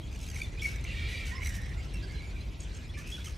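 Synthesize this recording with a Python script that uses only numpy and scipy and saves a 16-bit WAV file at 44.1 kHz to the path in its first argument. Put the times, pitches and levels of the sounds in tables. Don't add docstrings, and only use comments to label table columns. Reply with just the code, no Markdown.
import sys
import numpy as np
from scipy import signal
from scipy.fft import rfft, irfft
from scipy.io import wavfile
from scipy.ndimage import uniform_filter1d

SR = 44100
rng = np.random.default_rng(int(sys.argv[2]) if len(sys.argv) > 2 else 0)


def store_pcm(level_fs):
    pcm = np.round(np.clip(level_fs, -1, 1) * 32767).astype(np.int16)
    wavfile.write(sys.argv[1], SR, np.atleast_2d(pcm).T)


def elevation(decibels):
    levels = np.asarray(decibels, float)
    return 10 ** (levels / 20)


N = 148617


def evened(x):
    return x / np.sqrt(np.mean(x ** 2) + 1e-20)


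def read(points, hz):
    f, value = np.transpose(points)
    return np.interp(np.log(hz + 1), np.log(f + 1), value)


def along(points):
    start_s, value = np.transpose(points)
    return np.interp(np.arange(N) / SR, start_s, value)


def add(mix, start_s, sound, left=0):
    part = mix[:, round(start_s * SR):][:, :len(sound)]
    part += np.outer([1 + left, 1 - left], sound[:part.shape[1]])


def wobble(size, span_s):
    span = int(span_s * SR) + 1
    drift = uniform_filter1d(rng.standard_normal(size + 8000), span)
    return evened(uniform_filter1d(drift, span))[:size]


def voice(hz, throat, rough, breath=0):
    size = len(hz)
    turns = np.cumsum(hz * (1 + .012 * rough * wobble(size, .006))) / SR
    tone = np.zeros(size)
    for k in range(1, int(15500 / hz.max()) + 1):
        flutter = elevation(7 * rough * wobble(size, .005))
        partial = np.sin(2 * np.pi * (k * turns + k * k / 7))
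        tone += elevation(read(throat, k * hz)) * flutter * partial
    throat_gain = elevation(read(throat, np.fft.rfftfreq(size, 1 / SR)))
    hiss = irfft(rfft(rng.standard_normal(size)) * throat_gain, size)
    breath = np.clip(breath, 0, 1)
    return np.sqrt(1 - breath) * evened(tone) + np.sqrt(breath) * evened(hiss)


def call(length_s, top_hz, level_db, throat, rough, arch=0, depth=0, glide=0, breath=0, rise=0.13, fade=0.24):
    throb_hz, throb_pitch, throb_db = 76, .025, 2.5
    t = np.arange(0, length_s, 1 / SR)
    u = t / length_s
    beats = np.cumsum(throb_hz * (1 + 0.15 * wobble(len(t), 0.0098))) / SR
    beat = np.clip(beats.astype(int), 0, 39)
    own_pitch, own_level = (rng.standard_normal((40, 2))[beat] * depth).T
    bend = (1 - arch * (2 * u - 1) ** 2) * (1 + glide * (u - .5))
    hz = top_hz * bend * (1 + throb_pitch * own_pitch)
    throb = 1 - np.clip(depth, 0, 1) * np.cos(np.pi * beats) ** 2
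    shape = np.minimum(u / rise, 1) * np.minimum((1 - u) / fade, 1)
    level = elevation(level_db + throb_db * uniform_filter1d(own_level, size=90))
    return level * shape * throb ** 2 * voice(hz, throat, rough, breath)


# start_s [s], length_s [s], pitch_hz [Hz], level_db [dB], breath [share 0-1]
TRILL_CALLS = [(0.108, 0.11, 1250, -68, 0.6), (0.197, 0.14, 1347, -52.5, 0.7),
               (0.335, 0.18, 2090, -50, 0.8), (0.611, 0.155, 1378, -43.5, 0.8),
               (1.076, 0.19, 1980, -53.5, 1), (1.25, 0.1, 2000, -47.5, 0.84),
               (1.418, 0.16, 2020, -47.5, 0.82), (1.534, 0.068, 1955, -48, 1),
               (1.938, 0.048, 2780, -49.5, 0.34), (2.4, 0.031, 2080, -67, 0.6),
               (2.97, 0.075, 590, -51.5, 0.89), (3.059, 0.23, 1330, -49.5, 0.73),
               (3.242, 0.103, 2138, -46.5, 0.72)]
# pitch_hz [Hz], level_db [dB]
TRILL_COLOUR = [(1200, -16), (2400, 1), (4300, -10), (5900, 0), (7200, -8), (8300, -7), (11000, -11),
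                (15000, -22)]


def trills(mix):
    for start_s, length_s, hz, db, breath in TRILL_CALLS:
        depth = .9 * (1 - breath ** 2)
        rise = 0.0045 / length_s + 0.08 * breath ** 3
        sound = call(length_s, hz, db, TRILL_COLOUR, .5, .03, depth, 0, breath, rise, 0.7)
        add(mix, start_s, sound, -.07)


# start_s [s], pitch_hz [Hz], level_db [dB]
SQUEAK_CALLS = [(.113, 1210, -54), (.125, 1240, -49), (0.135, 1330, -57), (.146, 1226, -49),
                (.158, 1440, -47.5), (.175, 1400, -56), (.188, 1420, -50), (.201, 1360, -57),
                (0.212, 1300, -48), (0.229, 1310, -43.5), (0.239, 1300, -47.5), (.252, 1340, -56),
                (0.262, 1375, -47), (0.274, 1290, -50), (0.285, 1624, -44), (.299, 1610, -41.5),
                (.312, 1466, -45), (.324, 1500, -55), (.332, 2150, -52), (.344, 2010, -45.5),
                (.357, 2156, -43), (.371, 1895, -45.5), (.383, 1910, -47), (.395, 2230, -45),
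                (0.416, 2300, -42), (.432, 2235, -44.5), (.758, 1980, -43), (.809, 2110, -53),
                (.839, 2050, -42.5), (1.268, 2030, -48), (1.446, 1925, -42), (1.457, 1980, -36),
                (1.468, 2045, -35.5), (1.480, 2080, -50), (1.490, 1886, -42), (1.551, 1923, -45),
                (1.564, 2010, -45), (1.615, 1870, -49.5), (1.657, 1810, -50), (1.691, 1800, -52.5),
                (1.937, 2755, -47), (2.109, 2150, -58.5), (2.119, 2120, -55), (2.397, 2100, -69),
                (2.408, 2130, -61), (2.986, 2030, -48), (3.242, 2030, -44.5), (3.254, 2170, -45),
                (3.268, 2060, -52)]
# pitch_hz [Hz], level_db [dB]
SQUEAK_COLOUR = [(1200, -20), (2500, 2), (4100, -8), (6200, 1), (7300, -8), (8300, -7), (10500, -10),
                 (15000, -22)]


def squeaks(mix):
    for start_s, hz, db in SQUEAK_CALLS:
        sound = call(0.011, hz, db, SQUEAK_COLOUR, .5, .03, breath=0.14, rise=0.25, fade=0.86)
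        add(mix, start_s, sound, -.05)


# start_s [s], length_s [s], pitch_hz [Hz], level_db [dB], glide [share of pitch]
RASP_CALLS = [(0.691, 0.15, 2250, -48.5, 0), (0.857, 0.091, 2760, -44, 0.026),
              (1.348, 0.081, 2055, -45.5, 0.015), (1.416, 0.028, 2156, -38, 0.11),
              (1.455, 0.033, 2114, -37, 0), (1.491, 0.074, 1844, -47, -.1),
              (1.56, 0.099, 1843, -47, -0.0091), (1.651, .09, 1850, -48.5, 0.014),
              (1.938, 0.13, 2706, -61, -0.024), (2.022, 0.04, 4655, -54, -0.14),
              (2.078, 0.043, 4580, -56, 0.11), (2.058, 0.23, 2206, -55, .08), (2.271, 0.24, 2470, -63, .05),
              (2.935, 0.11, 2377, -50, -0.0079), (3.032, .085, 2565, -49, .05),
              (3.159, 0.089, 3400, -51.5, 0), (.592, 0.0325, 3340, -44, 0.255)]


def rasps(mix):
    for start_s, length_s, hz, db, glide in RASP_CALLS:
        band = [(0.73 * hz, -28), (hz, 0), (1.37 * hz, -24), (4 * hz, -45)]
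        sound = call(length_s, hz, db, band, .8, 0, 0.35, glide, breath=.4, rise=0.11)
        add(mix, start_s, sound, -.4 if 1.3 < start_s < 2.5 else -.05)


# start_s [s], length_s [s], pitch_hz [Hz], level_db [dB]
SQUEAL_CALLS = [
    (2.594, .06, 1126, -52),
    (2.743, .044, 1092, -54),
]
# pitch_hz [Hz], level_db [dB]
SQUEAL_COLOUR = [(2200, -26), (3400, -1), (4400, -5), (5500, -2), (6600, 0), (8700, -4), (9600, -20),
                 (12000, -32)]


def squeals(mix):
    for start_s, length_s, hz, db in SQUEAL_CALLS:
        add(mix, start_s, call(length_s, hz, db, SQUEAL_COLOUR, .8, .13, glide=-.07, breath=.08))


# start_s [s], length_s [s], pitch_hz [Hz], level_db [dB], glide [share of pitch]
WHISTLE_CALLS = [(0.015, 0.033, 3230, -54.5, 0.041), (0.36, 0.008, 2220, -39, -0.037),
                 (0.398, 0.009, 2320, -41.5, 0.055), (0.414, 0.0089, 2360, -32.5, 0.0014),
                 (0.416, 0.044, 3530, -48, 0.0085), (0.572, 0.034, 2540, -48, 0.13),
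                 (0.618, 0.06, 2230, -37, -.03), (0.641, 0.012, 2260, -32, -0.055),
                 (0.654, 0.011, 2230, -28.5, 0.074), (.612, 0.036, 5500, -51, 0),
                 (1.31, 0.044, 1900, -43.5, 0.045), (1.312, 0.12, 1069, -53, 0.0034),
                 (1.35, 0.042, 5270, -50.5, -0.051), (1.772, 0.041, 2205, -51.5, 0.047),
                 (1.939, .06, 2740, -53, 0), (2.405, 0.016, 4080, -51.5, 0.015), (2.028, .02, 4500, -61, 0),
                 (2.135, 0.083, 4060, -57, -0.0047), (2.36, 0.038, 2363, -51.5, -0.0039),
                 (2.891, 0.024, 3400, -53, 0.01), (3.05, 0.028, 2543, -51, 0.03),
                 (3.115, 0.05, 3412, -41.5, 0.064), (3.176, 0.026, 1433, -56, -0.15),
                 (3.271, 0.016, 1260, -52.5, -0.027)]


def whistles(mix):
    for start_s, length_s, hz, db, glide in WHISTLE_CALLS:
        pure = [(hz, 0), (2 * hz, -22), (4 * hz, -40)]
        arched = abs(glide) > .045 or hz < 1150
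        arch = .075 * min(length_s / 0.0493, 2) * arched
        sound = call(length_s, hz, db, pure, .5, arch, .15, glide, rise=0.12)
        add(mix, start_s, sound, -.45 if 1.3 < start_s < 2.5 else -.08)


# start_s [s], length_s [s], pitch_hz [Hz], level_db [dB]
CHIRP_CALLS = [
    (1.146, 0.105, 2341, -46.5),
    (2.967, 0.042, 1180, -59),
    (2.97, 0.041, 1757, -51.5),
    (3.262, 0.025, 2900, -49),
]


def chirps(mix):
    for start_s, length_s, hz, db in CHIRP_CALLS:
        pure = [(hz, 0), (2 * hz, -15), (4 * hz, -40)]
        sound = call(length_s, hz, db, pure, .5, glide=-.28 * (start_s > 3), rise=0.035)
        add(mix, start_s, sound, -.35)


# start_s [s], pitch_hz [Hz], level_db [dB]
SCREECH_PATH = [
    (.85, 447.8, -48),
    (0.874, 466, -50),
    (0.913, 504, -46.5),
    (0.948, 458.3, -45),
    (1.06, 465.5, -42.5),
    (1.109, 487.8, -42),
    (1.2, 474.3, -43),
    (1.321, 439, -49.5),
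]
# pitch_hz [Hz], level_db [dB]
SCREECH_COLOUR = [(1400, -35), (1850, -3), (2300, 4), (2800, -6), (3700, -4.5), (4600, -11.5),
                  (5600, -20.5), (14000, -36)]


def screech(mix):
    start_s, hz, db = np.transpose(SCREECH_PATH)
    t = np.arange(start_s[0], start_s[-1], 1 / SR)
    cry = voice(np.interp(t, start_s, hz), SCREECH_COLOUR, .63, .38)
    add(mix, start_s[0], elevation(np.interp(t, start_s, db)) * cry, -.17)


def near_bats():
    mix = np.zeros((2, N))
    for bats in (trills, squeaks, rasps, squeals, whistles, chirps, screech):
        bats(mix)
    return mix


# start_s [s], level_db [dB]
CHORUS_SWELL = [
    (0.0, -51.5),
    (0.75, -42),
    (3.37, -52.5),
]
# pitch_hz [Hz], level_db [dB]
CHORUS_COLOUR = [(900, -23), (1500, 4.5), (2300, 5.5), (3300, 2), (4500, -7), (6000, -4.5), (9000, -11),
                 (14000, -29)]


def chorus(count=110):
    mix = np.zeros((2, N))
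    for k, (late, size, pitch, soft, side) in enumerate(rng.random((count, 5))):
        sound = call(0.0204 + .12 * size * size, 950 + 1600 * pitch, -9 * soft, CHORUS_COLOUR,
                     0.5, 0.081, size, .3 * side - .15, 0.27)
        add(mix, (k + late) / count * N / SR, sound, 0.43 * side - .45)
    return evened(mix) * elevation(along(CHORUS_SWELL) - 8.0)


# pitch_hz [Hz], t60_s [s]
TRUNK_DECAY = [(1500, .3), (6000, .27), (12000, .18)]


def trunks(x):
    size, gap = SR // 2, 30
    taps = np.zeros((2, size))
    at = np.arange(200, size - gap, gap) + rng.integers(0, gap, (2, (size - 201) // gap))
    np.put_along_axis(taps, at, rng.choice([-1., 1.], at.shape), 1)
    hz, t, z = signal.stft(taps, SR, nperseg=256)
    decay = elevation(-60 * t / read(TRUNK_DECAY, hz)[:, None])
    tail = signal.istft(z * decay, SR, nperseg=256)[1]
    return signal.fftconvolve(x, tail / np.linalg.norm(tail[0]), axes=1)[:, :N]


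# pitch_hz [Hz], likeness [-1 to 1]
LIKENESS = [(60, 0.99), (380, 0.91), (2380, 0.18), (15000, 1)]


def wash(spectrum, level_db, patchy_db, swell_db, size):
    frames, hz = N * 4 // size + 5, np.fft.rfftfreq(size, 1 / SR)
    a, b, c, d, patches = rng.standard_normal((frames, len(hz), 5)).T
    patches = evened(uniform_filter1d(uniform_filter1d(patches, 10, 0), 10, 1))
    swell = evened(uniform_filter1d(rng.standard_normal(frames), 12))
    same = np.clip(read(LIKENESS, hz), -1, 1)[:, None]
    left = a + 1j * b
    right = same * left + np.sqrt(1 - same ** 2) * (c + 1j * d)
    z = np.array([left, right])
    z *= elevation(read(spectrum, hz)[:, None] + patchy_db * patches + swell_db * swell)
    noise = signal.istft(z, nperseg=size, noverlap=size * 3 // 4)[1][:, :N]
    return elevation(level_db) * evened(noise)


# pitch_hz [Hz], level_db [dB per Hz]
LEAF_COLOUR = [(350, 0.5), (600, -11.5), (1580, -3.5), (2440, 7), (3080, 3.5), (4040, 3), (14200, -22),
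               (15600, -34)]


def leaves():
    return wash(LEAF_COLOUR, -55, 4.0, 0.23, size=512)


# start_s [s], level_db [dB]
TRAFFIC_SWELL = [
    (0.0, -36.5),
    (1.99, -35.5),
    (3.37, -38.5),
]
# pitch_hz [Hz], level_db [dB per Hz]
ROAD_COLOUR = [(22, -18), (42, 2), (69, 0.5), (217, -21.5), (319, -24), (724, -35), (1400, -41),
               (1820, -82)]


def traffic():
    return elevation(along(TRAFFIC_SWELL)) * wash(ROAD_COLOUR, 0, 1.0, 0.1, size=4096)


def scene():
    near, far = near_bats(), chorus()
    echoes = trunks(elevation(-9) * near + 0.71 * far)
    return near + 0.49 * far + echoes + traffic() + leaves()


def roll_off(x):
    return signal.sosfilt(signal.butter(12, 15740, fs=SR, output="sos"), x)


# pitch_hz [Hz], level_db [dB]
IMAGE_WIDTH = [(1500, 3), (3000, -8), (10000, -8)]


def record(dry):
    hz = np.fft.rfftfreq(N, 1 / SR)
    notch = elevation(-14 * np.exp(-((hz - 9800) / 280) ** 4))
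    bass_cut = 1 / np.sqrt(1 + (39 / (hz + 1)) ** 12)
    colour = notch * bass_cut * (hz < 15740)
    mid = irfft(rfft(dry[0] + dry[1]) * colour, N) / 2
    side = irfft(rfft(dry[0] - dry[1]) * colour * elevation(read(IMAGE_WIDTH, hz)), N) / 2
    return roll_off(np.array([mid + side, mid - side]))


dry = scene()
out = record(dry)
store_pcm(out)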